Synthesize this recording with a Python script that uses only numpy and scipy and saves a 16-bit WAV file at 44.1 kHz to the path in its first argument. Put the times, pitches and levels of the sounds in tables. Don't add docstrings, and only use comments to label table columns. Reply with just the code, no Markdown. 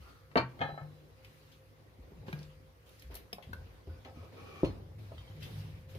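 import sys
import numpy as np
from scipy import signal
from scipy.fft import rfft, irfft, next_fast_len
from scipy.io import wavfile
from scipy.ndimage import uniform_filter1d

SR = 44100
rng = np.random.default_rng(int(sys.argv[2]) if len(sys.argv) > 2 else 0)


def put_to_file(sound):
    columns = np.atleast_2d(sound).T
    safe = np.clip(columns, -1, 1)
    whole_steps = np.round(safe * 32767)
    wavfile.write(sys.argv[1], SR, whole_steps.astype(np.int16))


def makeup_ratio(level_db):
    decades = np.asarray(level_db, float) / 20
    return 10 ** decades


N = 263718


def evened(x):
    return x / np.sqrt(np.mean(x ** 2) + 1e-20)


def read(points, hz):
    f, value = np.transpose(points)
    return np.interp(np.log(hz + 1), np.log(f + 1), value)


def resonate(x, hz, width):
    return signal.lfilter(*signal.iirpeak(np.clip(hz, 10, SR / 2.2), hz / width, SR), x)


def peaked(x, hz, width, db):
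    y = resonate(resonate(x, hz, width), hz, 2 * width)
    return makeup_ratio(db) * y / abs(y).max()


def high_pass(x, order, hz):
    return signal.lfilter(*signal.butter(order, hz, "high", fs=SR), x)


def gesture(start_s, length_s, rise_s, fall_db_per_s, swell_db=0, size=N):
    t = np.arange(size) / SR - start_s
    held_db = swell_db * np.clip(t / length_s, 0, 1) - fall_db_per_s * np.maximum(t - length_s, 0)
    return np.clip(t / rise_s, 0, 1) * makeup_ratio(held_db)


# start_s, head start of the left port [s]
HAND_PLACE = [(0, .00029), (3.36, .00025), (3.375, -.0003), (3.45, -.0003), (3.5, .0003), (3.6, .0003),
              (4.0, -.00017), (5.3, -.0002), (5.42, -.00038)]


def add(mix, start_s, sound, pan_db):
    lead_s = np.interp(start_s, *np.transpose(HAND_PLACE))
    sound = np.broadcast_to(sound, (2, sound.shape[-1]))
    for port, side in enumerate((1, -1)):
        first = round((start_s - side * lead_s / 2) * SR)
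        part = mix[port, first:][:sound.shape[-1]]
        part += makeup_ratio(side * pan_db / 2) * sound[port, :len(part)]


def contact(rattle_s, chance):
    force = .5 * chance * np.exp(-np.arange(len(chance)) / SR / rattle_s)
    return force + signal.unit_impulse(len(chance))


def struck(times, blows, modes, crack_db, spread=1):
    out = np.zeros((2, N))
    hz, mode_db, t60_s = np.transpose(modes)[:, :, None]
    t = np.arange(min(SR // 2, 2000 + round(SR * t60_s.max()))) / SR
    crack = high_pass(signal.unit_impulse(len(t)), 2, 250)
    for s, (peak_db, hard_hz, rattle_s, pan_db) in zip(times, blows):
        both, apart = rng.standard_normal((2, 4000))
        apart = .4 * high_pass(apart, 1, 1000)
        chatter = np.array([contact(rattle_s, both + apart), contact(rattle_s, both - apart)])
        force = signal.lfilter(*signal.butter(3, hard_hz, fs=SR), chatter)
        spot_db = 1.5 * rng.standard_normal((len(modes), 1))
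        shift_hz = spread * 3 * rng.standard_normal((len(modes), 1)) / t60_s
        decay = makeup_ratio(mode_db + spot_db - 60 * t / t60_s)
        ring = (decay * np.sin(2 * np.pi * (hz + shift_hz) * t)).sum(0)
        sound = signal.fftconvolve((ring + makeup_ratio(crack_db) * crack)[None], force, axes=1)
        add(out, s, makeup_ratio(peak_db) * sound / abs(sound).max(), pan_db)
    return out


DROP_START = [.3145, .3565, .3605, .3645, .3715, .3795, .3965]
# peak_db, hardness_hz, rattle_s, left_right_db
DROP_BLOWS = [
    (-50.5, 4900, 0.0046, 6),
    (-12.5, 2000, 0.003, 3.5),
    (-13, 800, 0.00082, -2),
    (-11.5, 750, 0.001, 1),
    (-18, 3000, 0.0063, 6),
    (-21.5, 2750, 0.007, 4),
    (-30, 1800, 0.008, -2),
]
# pitch_hz, level_db, t60_s
BENCH_MODES = [(130.6, -14.5, .325), (335, -12, .03), (383, -12.5, .04), (514, 0, .035), (591, -8.5, .07),
               (689, -2, .05), (945, 3, .04), (1147, 2, .04), (1387, 2, .035), (1613, 1, .03),
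               (1890, 4, .025), (2283, 0, .03), (2820, 0.5, .02), (3126, -1, .025), (3900, -3, .012),
               (4360, 3, .012), (4670, 2, .012)]
STEEL_START = [.361, .3712]
# peak_db, hardness_hz, rattle_s, left_right_db
STEEL_BLOWS = [(-55, 14000, 0.0043, 2), (-50, 16000, .004, 2)]
# pitch_hz, level_db, t60_s
STEEL_MODES = [(6120, -4, .09), (7140, -6, .16), (8480, -9, .06), (9070, -5, .05), (10000, -3, .07),
               (11050, 0, .05), (11800, -2, .05), (13400, -4, .05)]
# peak_db, hardness_hz, rattle_s, left_right_db
TIP_BLOW = [(-28, 6000, .004, 6)]
# pitch_hz, level_db, t60_s
TIP_MODES = [(4400, 0, .008)]


def tweezers_drop():
    bench = struck(DROP_START, DROP_BLOWS, BENCH_MODES, crack_db=29, spread=.4)
    steel = struck(STEEL_START, STEEL_BLOWS, STEEL_MODES, crack_db=0)
    tips = struck([.376], TIP_BLOW, TIP_MODES, crack_db=-8, spread=0)
    return bench + steel + tips


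SETTLE_START = [.5916, .5985, .6065, .6138, .634, .651, .689, .741, .776, .810, .844, 4.053]
# peak_db, hardness_hz, rattle_s, left_right_db
SETTLE_BLOWS = [(-39, 5000, .004, 1.5), (-38, 1020, .0015, -1), (-30, 2800, .003, 2.2), (-20, 3500, .01, 2),
                (-31, 4000, .006, 1), (-31, 2200, .012, 2), (-34, 1500, .012, 1), (-40, 1500, .006, 1),
                (-33, 1900, .005, 2.2), (-39, 1900, .005, 2), (-47, 960, 0.0073, 0), (-44, 980, .027, -1)]
# pitch_hz, level_db, t60_s
TWEEZERS_MODES = [(355, -20, .05), (604, -10, .08), (724, -8, .06), (805, 8, .05), (833, -8, .25),
                  (904, -4, .08), (1080, -3, .03), (1312, 2, .04), (1657, 5, .035), (1758, 3, .06),
                  (2130, 3, .03), (2510, -4, .03), (3220, 4, .02), (3400, -8, .04), (3700, -8, .03),
                  (4370, 3, .0086)]


def tweezers_settle():
    return struck(SETTLE_START, SETTLE_BLOWS, TWEEZERS_MODES, crack_db=26, spread=.2)


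ARMS_START = [.6145, .645, .69]
# peak_db, hardness_hz, rattle_s, left_right_db
ARMS_BLOWS = [(-57, 6800, 0.00003, 0.77), (-66, 6000, .00003, 0.76), (-70, 6000, .00003, 1)]
# pitch_hz, level_db, t60_s
ARM_MODES = [(3984, 0, .8)]
TOP_START = [.5985, .72, .812, 2.329]
# peak_db, hardness_hz, rattle_s, left_right_db
TOP_BLOWS = [(-38, 120, 0.0034, 2.3), (-39.5, 117, 0.0067, 1.5), (-39, 136, 0.0024, 1.4),
             (-39, 340, 0.0042, 1.4)]
# pitch_hz, level_db, t60_s
TOP_MODES = [(146.9, 0, 0.653)]


def long_rings():
    arms = struck(ARMS_START, ARMS_BLOWS, ARM_MODES, crack_db=0)
    return arms + struck(TOP_START, TOP_BLOWS, TOP_MODES, crack_db=0)


THUD_START = [4.6324, 4.6352, 4.6382, 4.6445]
# peak_db, hardness_hz, rattle_s, left_right_db
THUD_BLOWS = [
    (-12, 640, 0.00003, 0),
    (-16, 530, 0.000027, 0),
    (-14, 500, 0.00003, 0),
    (-22.5, 1300, 0.0029, 0),
]
# pitch_hz, level_db, t60_s
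TIN_MODES = [(75, -12, .1), (170, -9, .1), (224, 7, .09), (286, 16, .07), (338, 24.5, .022),
             (381, 14, .065), (440, 12, .05), (520, 20, .035), (586, 12, .035), (874, 16.5, .03)]
LID_START = [4.0495, 4.647, 4.657]
# peak_db, hardness_hz, rattle_s, left_right_db
LID_BLOWS = [
    (-47, 7800, 0.00007, 0),
    (-41.5, 8300, 0.001, 0),
    (-40.5, 6000, 0.002, 0),
]
# pitch_hz, level_db, t60_s
LID_MODES = [(2500, 7, .012), (4220, -3, 0.163), (4180, -8, .12), (6535, -13, 0.18), (6200, -7.5, .02),
             (9545, -4, .06)]


def tin_set_down():
    thud = struck(THUD_START, THUD_BLOWS, TIN_MODES, crack_db=6.6, spread=.1)
    return struck(LID_START, LID_BLOWS, LID_MODES, crack_db=14.4) - thud


CLINKS_START = [5.18, 5.277, 5.31, 5.37, 5.4235, 5.445, 5.484]
# peak_db, hardness_hz, rattle_s, left_right_db
CLINK_BLOWS = [(-45, 6600, 0.002, .2), (-51, 3900, 0.001, .2), (-54, 2200, .001, .2), (-60, 1900, 0.001, 0),
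               (-44, 5500, 0.0011, 0), (-54, 5000, .001, 0), (-59, 2400, .001, 0)]
# pitch_hz, level_db, t60_s
TOOL_MODES = [(2011, -2, 0.23), (2050, -6, .1), (2860, -13, .1), (3100, 0, .08), (3130, -3, .2),
              (3220, -6, .2), (3700, -4, .1), (3860, -9, 0.09), (4540, -9, 0.091), (4800, -10, .08)]
# peak_db, hardness_hz, rattle_s, left_right_db
NEIGHBOUR_BLOW = [(-51, 6000, .00003, 0)]
# pitch_hz, level_db, t60_s
NEIGHBOUR_MODES = [(2638, 0, .16)]


def tool_clinks():
    clinks = struck(CLINKS_START, CLINK_BLOWS, TOOL_MODES, crack_db=6.6)
    return clinks + struck(CLINKS_START[4:5], NEIGHBOUR_BLOW, NEIGHBOUR_MODES, crack_db=0)


# (pitch_hz, level_db, t60_s)
SMALL_THINGS = [
    (2.282, (-31.5, 1500, .006, 0), [(373, 6, .09), (520, 0, .04), (986, 4, .02), (1650, 1, .03), (2620, 0, .012), (3130, 0, .015)]),
    (2.3286, (-32, 4500, .003, 1), [(515, -2, .03), (950, -3, .025), (1620, 1, .09), (1900, -8, .06), (2400, 6, .01), (3900, 5, .007)]),
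    (3.3292, (-29.5, 6000, .004, 2), [(458, 2, .03), (754, -3, .02), (1135, -2, .018), (2330, -8, .04), (2610, -8, .02), (2980, -2, .02), (3400, 1, .014), (3700, -4.5, .018), (5230, 4.5, .014)]),
    (3.531, (-32.5, 5000, .004, 4.5), [(571, -2, .05), (1210, -3, .025), (1510, 13, .025), (2146, 0, .025), (2700, -8, .035), (4150, 3, .012), (4800, -4, .01)]),
]


def things_put_down():
    return sum(struck([s], [blow], modes, crack_db=22, spread=.1) for s, blow, modes in SMALL_THINGS)


# start_s, peak_db, pitch_hz, fizz re tap [dB], left_right_db
TICK_EVENTS = [(1.247, -43, 2600, -12, 2), (2.329, -45, 3500, -5, 0), (2.3894, -50.5, 4530, -13, 3),
               (2.43, -50, 4120, -13, 2), (2.8923, -58, 2970, 2, -10), (2.996, -49.5, 5250, -6, -3),
               (3.0219, -47, 2500, 0.5, -4), (3.1428, -51.5, 4170, 10, -2), (3.1527, -42, 4450, 8.5, 6),
               (3.1671, -46, 2210, -9, 1), (3.3298, -48, 3300, 8, 3), (3.5322, -49, 3800, 0, 4),
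               (4.5569, -52, 2330, -27, 5)]
SCUFF_EVENTS = [(1.5176, -55, 3200, -8, 2), (2.281, -52, 3000, -23, 1), (3.425, -49, 2440, -14, 10),
                (4.0486, -48, 2250, -26, 10.5), (4.646, -39, 2580, -23, -4), (5.428, -43, 3170, -10, 10.5),
                (5.949, -48.5, 2670, -11, 2)]


def ticks_and_scuffs():
    out = np.zeros((2, N))
    for events, chatter_s in ((TICK_EVENTS, .0055), (SCUFF_EVENTS, .016)):
        for s, peak_db, hz, fizz_db, pan_db in events:
            force = np.array([contact(chatter_s, c) for c in rng.standard_normal((4, 4000))])
            force[:2] += force[:2].sum(0)
            tick = peaked(force[:2], hz, .6 * hz, peak_db)
            fizz = peaked(force[2:], 11200, 4700, peak_db + fizz_db)
            add(out, s, tick + fizz, pan_db)
    return out


# start_s, peak_db, pitch_hz, chatter_s
KNOCK_EVENTS = [(1.984, -54.5, 190, 0.012), (2.119, -47, 201, 0.0044), (2.329, -35, 176, 0.0035),
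                (2.435, -59, 264, 0.0089), (3.101, -50, 434, 0.056), (3.383, -37, 626, 0.0055),
                (3.49, -45.5, 194, 0.018), (3.872, -46, 366, 0.029), (4.049, -51, 474, 0.06),
                (4.169, -43.5, 227, 0.0033), (4.227, -45.5, 450, 0.017), (5.118, -39, 590, 0.0049),
                (5.952, -40.5, 445, 0.0085)]


def knocks():
    out = np.zeros((2, N))
    for s, peak_db, hz, chatter_s in KNOCK_EVENTS:
        force = contact(chatter_s, rng.standard_normal(4000))
        add(out, s, peaked(force, hz, .5 * hz, peak_db), pan_db=.5)
    return out


def flutter_db(size):
    return 1.5 * np.interp(np.arange(size) / SR / .02, np.arange(200), rng.standard_normal(200))


# start_s, length_s, level_db, swell over the stroke [dB]
DRAG_STROKES = [
    [(.01, 0.11, -67, 0), (.14, 0.18, -72.5, -2.5), (.312, .012, -71, -6)],
    [(3.893, 0.1, -67.5, -12)],
    [(4.148, 0.11, -65, 0.5)],
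    [(4.359, 0.26, -62.5, 5)],
]
# pitch_hz, width_hz, level_db
DRAG_PEAKS = [
    [(1244, 130, 2.5), (1377, 16, 0), (4360, 86, -10)],
    [(1470, 72, 6.5), (4300, 90, -20)],
    [(444, 33, 4), (654, 60, -1), (1110, 69, -2), (1240, 62, -5.5), (2330, 180, -4)],
    [(387, 40, -5.5), (451, 37, 3.5), (775, 43, -5.5), (1135, 36, 1), (1230, 60, -8), (1777, 51, -12),
     (2320, 50, -3), (2400, 42, -11)],
]


def scrapes():
    out, size = np.zeros((2, N)), SR // 2
    for strokes, peaks in zip(DRAG_STROKES, DRAG_PEAKS):
        grains = makeup_ratio(2.0 * rng.exponential(1, size))
        both, apart = rng.standard_normal((2, size)) * grains
        grit = both + .6 * np.array([apart, -apart])
        body = sum(makeup_ratio(db + flutter_db(size)) * evened(resonate(grit, hz, width)) for hz, width, db in peaks)
        start = strokes[0][0]
        press = sum(makeup_ratio(db) * gesture(s - start, length, .012, 401, swell_db, size)
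                    for s, length, db, swell_db in strokes)
        add(out, start, makeup_ratio(-3) * press * body, pan_db=0)
    return out


# pitch_hz, likeness
PORT_LIKENESS = [(60, 0.38), (150, -0.015), (300, 0.66), (600, 0.12), (1400, -0.19), (3000, -0.012)]


def noise(colour, patchy_db, size=1024):
    frames, hz = 4 * N // size + 5, np.fft.rfftfreq(size, 1 / SR)
    a, b, c, d, patches = rng.standard_normal((frames, len(hz), 5)).T
    patches = uniform_filter1d(patches, size=size // 80, axis=0)
    patches = evened(uniform_filter1d(patches, size=8192 // size, axis=1))
    same = np.clip(read(PORT_LIKENESS, hz), -1, 1)[:, None]
    left = a + 1j * b
    z = np.array([left, same * left + np.sqrt(1 - same ** 2) * (c + 1j * d)])
    z *= makeup_ratio(read(colour, hz)[:, None] + patchy_db * patches)
    return evened(signal.istft(z, nperseg=size, noverlap=3 * size // 4)[1][:, :N])


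# start_s, length_s, effort_db,
# brightness_db
SLEEVE_MOVES = [(0.0, 0.099, -60.5, 3.5), (0.483, 0.22, -52.5, -9), (0.622, 0.68, -65, -1.5),
                (1.222, 0.3, -73.5, 14), (2.02, 0.24, -58.5, -8.5), (2.26, 0.16, -51, -3),
                (2.856, 0.19, -70, 13.5), (3.103, 0.05, -51.5, -1), (3.432, 0.34, -57, -4.5),
                (3.86, 0.89, -58, -4), (4.318, 0.25, -52, -7), (4.628, 0.01, -29.5, -19),
                (4.978, 0.795, -58, 1), (5.4, 0.21, -57.5, 7.5), (5.883, .1, -67.5, 13.5)]
# pitch_hz, level_db
RUSTLE_COLOURS = [
    [(120, -11.5), (230, 4), (600, -6), (1100, -11), (2500, -64.5)],
    [(500, -66), (1200, -1.5), (2500, -1), (5000, -8.5), (7500, -29), (10000, -48)],
    [(5000, -15), (8000, -12), (11000, -13.5), (14500, -18), (17000, -16.5)],
]
# resting_db, re effort [dB], share of brightness
RUSTLE_LEVELS = [
    (-67, -4.5, 0.21),
    (-74.5, -9.5, 0.85),
    (-75.5, -15, 1.13),
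]


def rustle():
    shapes = np.array([gesture(s, length, .01, 104) ** 2 for s, length, *_ in SLEEVE_MOVES])
    effort_db, bright_db = np.transpose(SLEEVE_MOVES)[2:]
    out = np.zeros((2, N))
    for colour, (rest_db, db, share) in zip(RUSTLE_COLOURS, RUSTLE_LEVELS):
        power = makeup_ratio(rest_db) ** 2 + makeup_ratio(effort_db + db + share * bright_db) ** 2 @ shapes
        out += np.sqrt(power) * noise(colour, patchy_db=2.3, size=256)
    return out


# start_s, length_s, level_db, pitch_hz
FOOTFALLS = [(0.0, 0.023, -53.5, 70.5), (0.364, 0.044, -55, 80), (.37, 0.061, -64, 150),
             (1.981, 0.044, -49, 71), (2.123, 0.064, -53.5, 56), (2.151, 0.18, -54.5, 122),
             (2.295, 0.12, -56, 74), (2.449, 0.034, -50.5, 54), (2.562, 0.15, -64, 94),
             (3.041, 0.086, -47.5, 62.4), (3.325, 0.028, -57, 170), (3.468, 0.15, -47.5, 86.7),
             (3.505, 0.25, -56, 54.3), (3.87, 0.055, -43.5, 75.3), (4.048, 0.054, -56, 93),
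             (4.155, 0.039, -46, 86.5), (4.26, 0.095, -64, 95), (4.393, 0.23, -55, 85),
             (4.64, 0.029, -35, 76.6), (4.707, 0.092, -54.5, 55), (4.793, 0.37, -49.5, 92.7),
             (5.14, .07, -48, 72), (5.727, 0.093, -53, 57), (5.887, 0.12, -52.5, 90)]


def footfalls():
    out = np.zeros(N)
    for s, length, db, hz in FOOTFALLS:
        start, shake = round(s * SR), rng.standard_normal(SR)
        sway = signal.hilbert(resonate(resonate(shake, hz, .3 * hz), hz, hz))
        steadied = (sway / (abs(sway) + 1e-9) ** .46).real
        sway = evened(steadied)[SR // 4:][:N - start]
        out[start:start + len(sway)] += makeup_ratio(db) * sway * gesture(0, length, .0045, 165, size=len(sway))
    return out * makeup_ratio([[.4], [-.4]])


# start_s, level_db
ENGINE_THROB = [
    (5.3, -77),
    (5.55, -51.5),
    (5.7, -61),
    (5.9, -82),
    (5.98, -64),
]
# pitch_hz, width_hz, resting_db, engine coupling [dB]
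ROOM_MODES = [(59.4, 8.6, -66.5, -36), (100.2, 13.8, -68, -22.5), (150, 3.55, -73.5, -23)]


def booms():
    t = np.arange(N) / SR
    throb_db = np.interp(t, *np.transpose(ENGINE_THROB), -150, -150)
    out = makeup_ratio(throb_db) * np.sin(2 * np.pi * 31.3 * t)
    for hz, width, rest_db, engine_db in ROOM_MODES:
        both, apart = rng.standard_normal((2, N))
        drive = both + .082 * np.array([apart, -apart])
        level = makeup_ratio(rest_db) + makeup_ratio(engine_db + .43 * throb_db)
        out = out + level * evened(resonate(resonate(drive, hz, width), hz, 10.6 * width))
    return out


# pitch_hz, level_db per Hz
AIR_COLOUR = [(15, -50), (25, -13), (43, -37), (108, 13.5), (170, -16.5), (301, -9.5), (439, -27),
              (531, -44), (754, -22), (1100, -12), (1230, -13.5), (2110, -14), (2840, -35.5), (14800, -32),
              (16000, -63)]
# pitch_hz, width_hz, level_db
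MACHINE_HUM = [(103.1, 3.6, -65.5), (481.5, 7.3, -77.5), (522.6, 2.5, -71)]


def still_air():
    line = makeup_ratio(-72) * np.sin(2 * np.pi * 527.6 * np.arange(N) / SR)
    halo = np.zeros(N)
    for hz, width, db in MACHINE_HUM:
        halo += makeup_ratio(db) * evened(resonate(resonate(rng.standard_normal(N), hz, width), hz, 12 * width))
    return makeup_ratio(-69.5) * noise(AIR_COLOUR, patchy_db=1.7) + halo + line


# pitch_hz, t60_s
ROOM_DECAY = [(100, 0.34), (400, 0.17), (1500, 0.25), (5000, 0.15), (12000, 0.18)]
# pitch_hz, likeness
ROOM_LIKENESS = [(100, .99), (300, .95), (700, .75), (1500, .2), (4000, 0)]


def room(x):
    echoes = np.zeros((2, 30000))
    at = np.arange(200, 30000, 20) + rng.integers(0, 20, (2, 1490))
    np.put_along_axis(echoes, at, rng.choice([-1., 1.], at.shape), 1)
    hz, t, (a, b) = signal.stft(echoes, SR, nperseg=256)
    same = read(ROOM_LIKENESS, hz)[:, None]
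    z = np.array([a, same * a + np.sqrt(1 - same ** 2) * b])
    z = z * makeup_ratio(-60 * t / read(ROOM_DECAY, hz)[:, None])
    tail = signal.istft(z, SR, nperseg=256)[1]
    return signal.fftconvolve(.8 * x[:1], tail / np.linalg.norm(tail[0]), axes=1)[:, :N]


def scene():
    tweezers = high_pass(tweezers_drop() + tweezers_settle(), 2, 95)
    around = tweezers + ticks_and_scuffs() + knocks() + scrapes()
    drier = tin_set_down() + tool_clinks() + things_put_down()
    reverb = makeup_ratio(-3.5) * room(around + makeup_ratio(-5) * drier)
    background = rustle() + footfalls() + booms() + still_air()
    return around + drier + reverb + long_rings() + background


def top_cut(x):
    return signal.sosfilt(signal.butter(12, 16410, fs=SR, output="sos"), x)


# pitch_hz, left_right_db
PORT_BALANCE = [(80, -0.1), (150, 1.5), (330, -1.5), (700, .5), (1500, 0.5)]
# pitch_hz, level_db
MICROPHONE_COLOUR = [(2000, 0), (6000, 2), (7800, -6), (10000, -1), (15200, 3.5), (16000, -22)]


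def record(dry):
    thinned = high_pass(dry, 3, 48)
    size = next_fast_len(N)
    balance_db = read(PORT_BALANCE, np.fft.rfftfreq(size, 1 / SR)) * [[.5], [-.5]]
    balanced = irfft(rfft(thinned, size) * makeup_ratio(balance_db), size)[:, :N]
    hz = np.linspace(0, SR / 2, 200)
    colour = signal.firwin2(129, hz, makeup_ratio(read(MICROPHONE_COLOUR, hz)), fs=SR)
    padded = np.pad(balanced, ((0, 0), (64, 64)), "reflect")
    return top_cut(signal.oaconvolve(padded, colour[None], "valid", axes=1))


dry = scene()
out = record(dry)
put_to_file(out)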